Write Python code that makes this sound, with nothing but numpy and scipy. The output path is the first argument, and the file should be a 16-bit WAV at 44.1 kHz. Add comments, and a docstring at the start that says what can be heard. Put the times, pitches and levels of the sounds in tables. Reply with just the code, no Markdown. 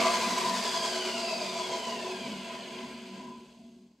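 """In a workshop, close by, a table saw has been switched off and coasts almost to a stop.
The motor's roar drops away, and friction and drag slow the drive: the whine of the teeth glides down,
the gears grind and chatter in ever slower surges, and the housing drones at fixed resonances that
swell and fade. The bench rumbles underneath; a thin bearing rub and the blade's shimmer last to the end."""
import sys
import numpy as np
from scipy import signal
from scipy.fft import rfft, irfft, next_fast_len
from scipy.io import wavfile
from scipy.ndimage import uniform_filter1d, map_coordinates

SR = 44100
rng = np.random.default_rng(int(sys.argv[2]) if len(sys.argv) > 2 else 0)


def int16_out(signal):
    """Quantize to a 16-bit WAV file."""
    q = np.round(np.clip(np.atleast_2d(signal).T, -1, 1) * 32767)
    wavfile.write(sys.argv[1], SR, q.astype(np.int16))


N = 176400


def amp(db):
    """Decibels to gain."""
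    return 10 ** (np.asarray(db) / 20)


def unit_rms(x):
    """Scaled to rms 1."""
    return x / np.sqrt(np.mean(x ** 2) + 1e-20)


def along(points, hz):
    """A curve over frequency, read on a log axis."""
    freq_hz, values = np.transpose(points)
    return np.interp(np.log(np.abs(hz) + 1), np.log(freq_hz + 1), values)


def fader(points):
    """Straight ramps between (time_s, level_db) points, one level per sample."""
    return np.interp(np.arange(N) / SR, *np.transpose(points))


def smooth_random(position):
    """A smooth curve through random knots, read at positions counted in knots."""
    return map_coordinates(rng.standard_normal(N // 8), [position + 2], mode="wrap")


def wobble(knots_per_s):
    """A smooth random flutter at a steady pace."""
    return smooth_random(np.arange(N) * knots_per_s / SR)


def filtered(x, response):
    """EQ: response gives the gain at each frequency."""
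    size = next_fast_len(N + SR // 2)
    return irfft(rfft(x, size) * response(np.fft.rfftfreq(size, 1 / SR)), size)[..., :N]


# How alike left and right sound: freq_hz, correlation
STEREO_LIKENESS = [(400, 1), (640, 0.94), (1000, 0.91), (1410, 0.83), (6820, 0.8), (15000, 0.62)]

def spread(pair, response):
    """Two unrelated signals become a coloured stereo sound of rms 1, nearly mono in the bass."""
    def mid_side_gains(hz):
        angle = np.arccos(np.clip(along(STEREO_LIKENESS, hz), 0, 1)) / 2
        return response(hz) * np.array([np.cos(angle), np.sin(angle)])
    mid, side = filtered(pair, mid_side_gains)
    return unit_rms(np.array([mid + side, mid - side]))


# Resonances of the saw's table and panels: pitch_hz, lift_db
PANEL_MODES = [(497, 8), (548, 7), (815, 8), (1610, 10), (2023, 9), (2167, 6.5), (2250, 4.5), (2400, 9),
               (2541, 7), (3038, 6.5), (3370, 9), (4110, 7)]

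def panel_lift_db(hz):
    """The table and panels add narrow peaks; the higher ones are wider."""
    return sum(db / (1 + (2 * (hz - pitch) / (16 + 0.0032 * pitch)) ** 4) for pitch, db in PANEL_MODES)


def panel_noise(eq):
    """Stereo noise shaped by an EQ curve and radiated by the panels."""
    return spread(rng.standard_normal((2, N)), lambda hz: amp(along(eq, hz) + panel_lift_db(hz)))


def resonate(modes, steadiness):
    """A group of resonances shaken at random; steadiness 0-1 evens out their slow swells."""
    def body(hz):
        power = 0
        for pitch, width, db in modes:
            detune = (hz - pitch) / width
            power += amp(db) ** 2 / (1 + (2 * detune) ** 2) / (1 + (detune / 4) ** 2)
        return np.sqrt(power)
    ringing = spread(rng.standard_normal((2, N)), body)
    power = np.mean(ringing ** 2, axis=0)
    swells = np.abs(uniform_filter1d(uniform_filter1d(power, size=4000), size=3000))
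    return unit_rms(ringing / (swells + 1e-6) ** (steadiness / 2))


def tooth_rate(start_hz=2247, friction_hz_per_s=366, drag_s=5.13):
    """Teeth passing per second, slowed by constant friction and a drag that grows with speed."""
    friction_hz = friction_hz_per_s * drag_s
    return np.maximum((start_hz + friction_hz) * np.exp(-np.arange(N) / SR / drag_s) - friction_hz, 1)


def surge(teeth_per_surge=165.7):
    """The drive's throb, -1 to 1: tied to the passing teeth, it slows as the saw coasts."""
    return np.cos(2 * np.pi * np.cumsum(tooth_rate()) / SR / teeth_per_surge)


# Tone of the bench: freq_hz, gain_db
BENCH_EQ = [(43, -36), (56, -1), (100, -2.5), (200, -34.5)]
# Its fade: time_s, level_db
BENCH_FADE = [(0, -61), (.7, -72), (3.3, -73), (4, -83)]

def bench():
    """The bench under the saw rumbles dully."""
    return amp(fader(BENCH_FADE)) * panel_noise(BENCH_EQ)


# Tone of the bearing rub: freq_hz, gain_db
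RUB_EQ = [(700, -30.5), (1200, -7), (1610, -4), (1830, -14), (2150, -19.5), (2620, 10), (3340, 7.5),
          (3750, -0.5), (4400, 6.5), (5400, -14), (6200, -10), (7000, -16), (8300, -8.5), (9130, -26.5),
          (14000, -41)]
# High modes of the blade: pitch_hz, width_hz, gain_db
SHIMMER_MODES = [(5000, 96, -1.5), (6515, 35, 7), (8050, 156, -3.5), (12480, 200, -17)]
# Fade of rub and shimmer together: time_s, level_db
BEARING_FADE = [(0, -44.5), (2.8, -51.5), (3.3, -60.5), (3.55, -67), (3.75, -74), (3.87, -80.5), (4, -88)]

def bearings():
    """A thin, grainy rub keeps the blade shimmering; the shimmer gains on the rub as both fade."""
    shimmer_db = -14.5 + 1.25 * np.arange(N) / SR
    shimmer = amp(shimmer_db) * resonate(SHIMMER_MODES, steadiness=0.3)
    rub = amp(2.2 * wobble(360)) * panel_noise(RUB_EQ)
    return amp(fader(BEARING_FADE)) * (rub + shimmer)


# Resonances of the motor's roar: pitch_hz, width_hz, gain_db
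MOTOR_MODES = [(500, 30, -0.5), (758, 46, -3), (1012, 17, 3.5), (1153, 53, 7)]

def motor(level_db=-33.5, hold_s=0.11, drop_db=7, release_s=0.019, fade_db_per_s=16.5):
    """The motor's last roar under power: it holds a moment, drops as the current ends and dies away."""
    coast_s = np.maximum(np.arange(N) / SR - hold_s, 0)
    roar_db = level_db - drop_db * np.minimum(coast_s / release_s, 1) - fade_db_per_s * coast_s
    return amp(roar_db) * resonate(MOTOR_MODES, steadiness=0.8)


# Resonances of the housing and steel blade, deepest group first: pitch_hz, width_hz, gain_db
BOOM_MODES = [(151, 8.5, -16), (193.2, 1.9, 0), (209.7, 10, -8.5), (234.3, 5.5, 0.5), (257.6, 20, -11.5)]
HUM_MODES = [(369.4, 4.1, 0)]
DRONE_MODES = [(657.5, 30, -8), (671.7, 13.3, 8.5)]
RING_MODES = [(943, 14, -9), (1000, 16, 2), (1007.8, 10.2, 4), (985, 6.8, -1.5)]
METAL_MODES = [(4530, 43, -9), (4686, 19, -3), (4786, 23, 0.5), (4990, 90, -12)]
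# Swells of each group: time_s, level_db
BOOM_SWELLS = [(0, -34.5), (.12, -45), (.24, -40.5), (.33, -37.5), (.38, -47.5), (.54, -38), (.66, -46.5),
               (1.08, -48.5), (1.16, -41), (1.25, -48), (1.43, -44.5), (1.69, -51), (1.96, -44), (2.1, -51),
               (2.34, -37.5), (2.44, -48), (2.7, -49.5), (2.87, -43), (3.02, -48.5), (3.15, -45.5),
               (3.34, -46.5), (3.52, -59), (3.62, -50.5), (3.84, -55.5), (4, -68)]
HUM_SWELLS = [(0.0, -42), (0.28, -47), (0.46, -41.5), (0.52, -53.5), (1.08, -39.5), (1.16, -47.5),
              (1.76, -44), (1.82, -63), (2.12, -38.5), (2.24, -52), (2.62, -56), (2.84, -44), (2.96, -60),
              (3.02, -52), (3.42, -53.5), (3.52, -73), (3.82, -61), (4.0, -90)]
DRONE_SWELLS = [(0, -31.5), (.11, -30), (.18, -39), (.44, -43), (.52, -38.5), (.7, -43), (.81, -38.5),
                (1.08, -43), (1.28, -36.5), (1.5, -41), (1.85, -42.5), (2.1, -45.5), (2.36, -52.5),
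                (2.54, -48), (2.85, -57), (3.25, -60), (3.48, -77), (3.598, -59), (4, -94)]
RING_SWELLS = [(0, -31.5), (.3, -35.5), (.5, -31), (.62, -39), (.85, -36), (.93, -44.5), (1.48, -44.5),
               (1.62, -39), (1.95, -41.5), (2.3, -50), (2.58, -48), (2.66, -51.5), (2.85, -50), (3.08, -60),
               (3.2, -51.5), (3.33, -48.5), (3.44, -61), (3.7, -77), (4, -92.5)]
METAL_SWELLS = [(0.0, -47), (0.5, -46.5), (0.8, -40.5), (1.08, -46), (1.3, -39), (1.6, -50), (2.68, -62.5),
                (2.78, -59), (3.18, -67), (4.0, -103)]

def housing():
    """The drive shakes the housing and blade; their middle resonances throb with each surge."""
    throb_db = 1.5 * surge()
    groups = [(BOOM_MODES, BOOM_SWELLS, 0), (HUM_MODES, HUM_SWELLS, 0),
              (DRONE_MODES, DRONE_SWELLS, throb_db), (RING_MODES, RING_SWELLS, throb_db),
              (METAL_MODES, METAL_SWELLS, 0)]
    return sum(amp(fader(swells) + db) * resonate(modes, steadiness=0.94) for modes, swells, db in groups)


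# Tone of the gears' low, middle and high layers: freq_hz, gain_db
RUMBLE_EQ = [(70, -46.5), (105, -26), (135, -12.5), (280, -9.5), (320, -5.5), (440, 4), (520, -8),
             (600, 0.5), (780, -7), (900, -5.5), (1100, -8.5), (1400, -49)]
GRIND_EQ = [(600, -66), (900, -0.5), (1220, -8.5), (1440, -1), (1620, -3), (1800, -6.5), (2150, -0.5),
            (2600, -2), (3300, -4.5), (3900, -13), (6000, -45)]
HISS_EQ = [(1500, -55.5), (2500, -14.5), (3300, -1.5), (3750, 1.5), (4300, -1), (4750, 3.5), (5150, -1),
           (5600, -3.5), (6500, -0.5), (7300, -3.5), (8100, -3), (9100, -12), (11000, -14), (12500, -17.5),
           (15600, -33)]
# Their fades, before each layer's trim: time_s, level_db
RUMBLE_FADE = [(0.0, -42.5), (0.32, -45.5), (1.54, -47.5), (2.06, -46.5), (2.42, -53), (2.8, -53),
               (3.08, -61), (3.2, -58.5), (4.0, -80.5)]
GRIND_FADE = [(0, -32), (.11, -36.5), (.15, -37), (.5, -41), (.86, -42.5), (1.1, -44), (1.76, -47),
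              (2.42, -52), (2.52, -48), (2.67, -53), (2.8, -50), (3.04, -55.5), (3.2, -57.5), (3.62, -73.5),
              (4, -85.5)]
HISS_FADE = [(0.0, -39), (0.52, -41.5), (0.88, -42.5), (1.02, -45), (1.64, -47.5), (2.86, -58.5),
             (3.8, -75), (4.0, -87.0)]

def gears():
    """The gear train rumbles, grinds and hisses, all three sharing one throb and flutter."""
    uneven_db = 0.53 * surge() + 0.25 * wobble(30.1) + 1.17 * wobble(250)
    layers = [(RUMBLE_EQ, RUMBLE_FADE, 2.5), (GRIND_EQ, GRIND_FADE, 0.5), (HISS_EQ, HISS_FADE, 2)]
    grinding = sum(amp(fader(fade) + trim_db) * panel_noise(eq) for eq, fade, trim_db in layers)
    return amp(uneven_db) * grinding


# Tone of the rattling gears: freq_hz, gain_db
CHATTER_EQ = [(300, -24.5), (700, 10.5), (1500, 7), (2500, -3), (3500, 2), (4200, 8), (4900, 10), (5800, 1),
              (7500, 5.5), (9000, -26), (15000, -48)]
# The fade that the surges swing around: time_s, level_db
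CHATTER_FADE = [(0, -37), (.5, -44), (.75, -39.5), (1.1, -44.5), (1.35, -48), (1.75, -45), (2.1, -55),
                (2.8, -64), (3.2, -64), (3.5, -82)]

def chatter(ticks_per_s=1100, ring_s=0.027, throb_db=3.5):
    """The unloaded gears rattle in their play: dense ticks that swell on each surge."""
    bouts = amp(fader(CHATTER_FADE) + throb_db * surge())
    ticks = (rng.random(N) < ticks_per_s / SR) * rng.choice([-1, 1], (2, N))
    tail_s = np.arange(SR // 20) / SR
    tail = rng.standard_normal(len(tail_s)) * amp(-60 * tail_s / ring_s)
    rattle = signal.fftconvolve(ticks, tail[None], axes=1)[:, :N]
    return bouts * spread(rattle, lambda hz: amp(along(CHATTER_EQ, hz)))


# Harmonics of the tooth whine, fundamental first: gain_db
WHINE_HARMONICS = [0.5, -1.5, -1, -3.5, -5, -7.5, -10]
# How the saw radiates them: freq_hz, gain_db
RADIATION_EQ = [(1130, -17), (1280, -10), (1600, -5.5), (2100, -6.5), (2600, 3), (3380, 2), (3680, -6),
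                (4900, -2.5), (5700, -8.5), (9300, -11.5), (11000, -13.5), (12500, -16), (15500, -29)]
# Fade on top of those gains: time_s, gain_db
WHINE_FADE = [(0, -40), (1, -42.5), (2, -46.5), (2.8, -55.5), (4, -82)]

def whine(rasp_knots_per_tooth=0.12):
    """Harmonics of the tooth rate, each a narrow band of noise, glide down through the resonances."""
    rate_hz, pair = tooth_rate(), np.zeros((2, N))
    teeth = np.cumsum(rate_hz) / SR
    for order, db in enumerate(WHINE_HARMONICS, 1):
        knots = rasp_knots_per_tooth * np.sqrt(order) * teeth
        gain = amp(db + along(RADIATION_EQ, order * rate_hz))
        tone = np.exp(2j * np.pi * order * teeth)
        for channel in pair:
            rasp = smooth_random(knots) + 1j * smooth_random(knots)  # blurs the tone into a band
            channel += gain * np.real(rasp * tone)
    radiated = pair.std() * spread(pair, lambda hz: amp(panel_lift_db(hz) / 2))
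    return amp(fader(WHINE_FADE)) * radiated


def scene(lean_left_db=0.35):
    """All parts of the saw, mixed a touch to the left."""
    saw = motor() + housing() + gears() + whine() + chatter() + bearings() + bench()
    return saw * amp([[lean_left_db / 2], [-lean_left_db / 2]])


def record(dry):
    """A steep high cut takes off the very top of the treble."""
    return filtered(dry, lambda hz: hz < 15650)


dry = scene()
out = record(dry)
int16_out(out)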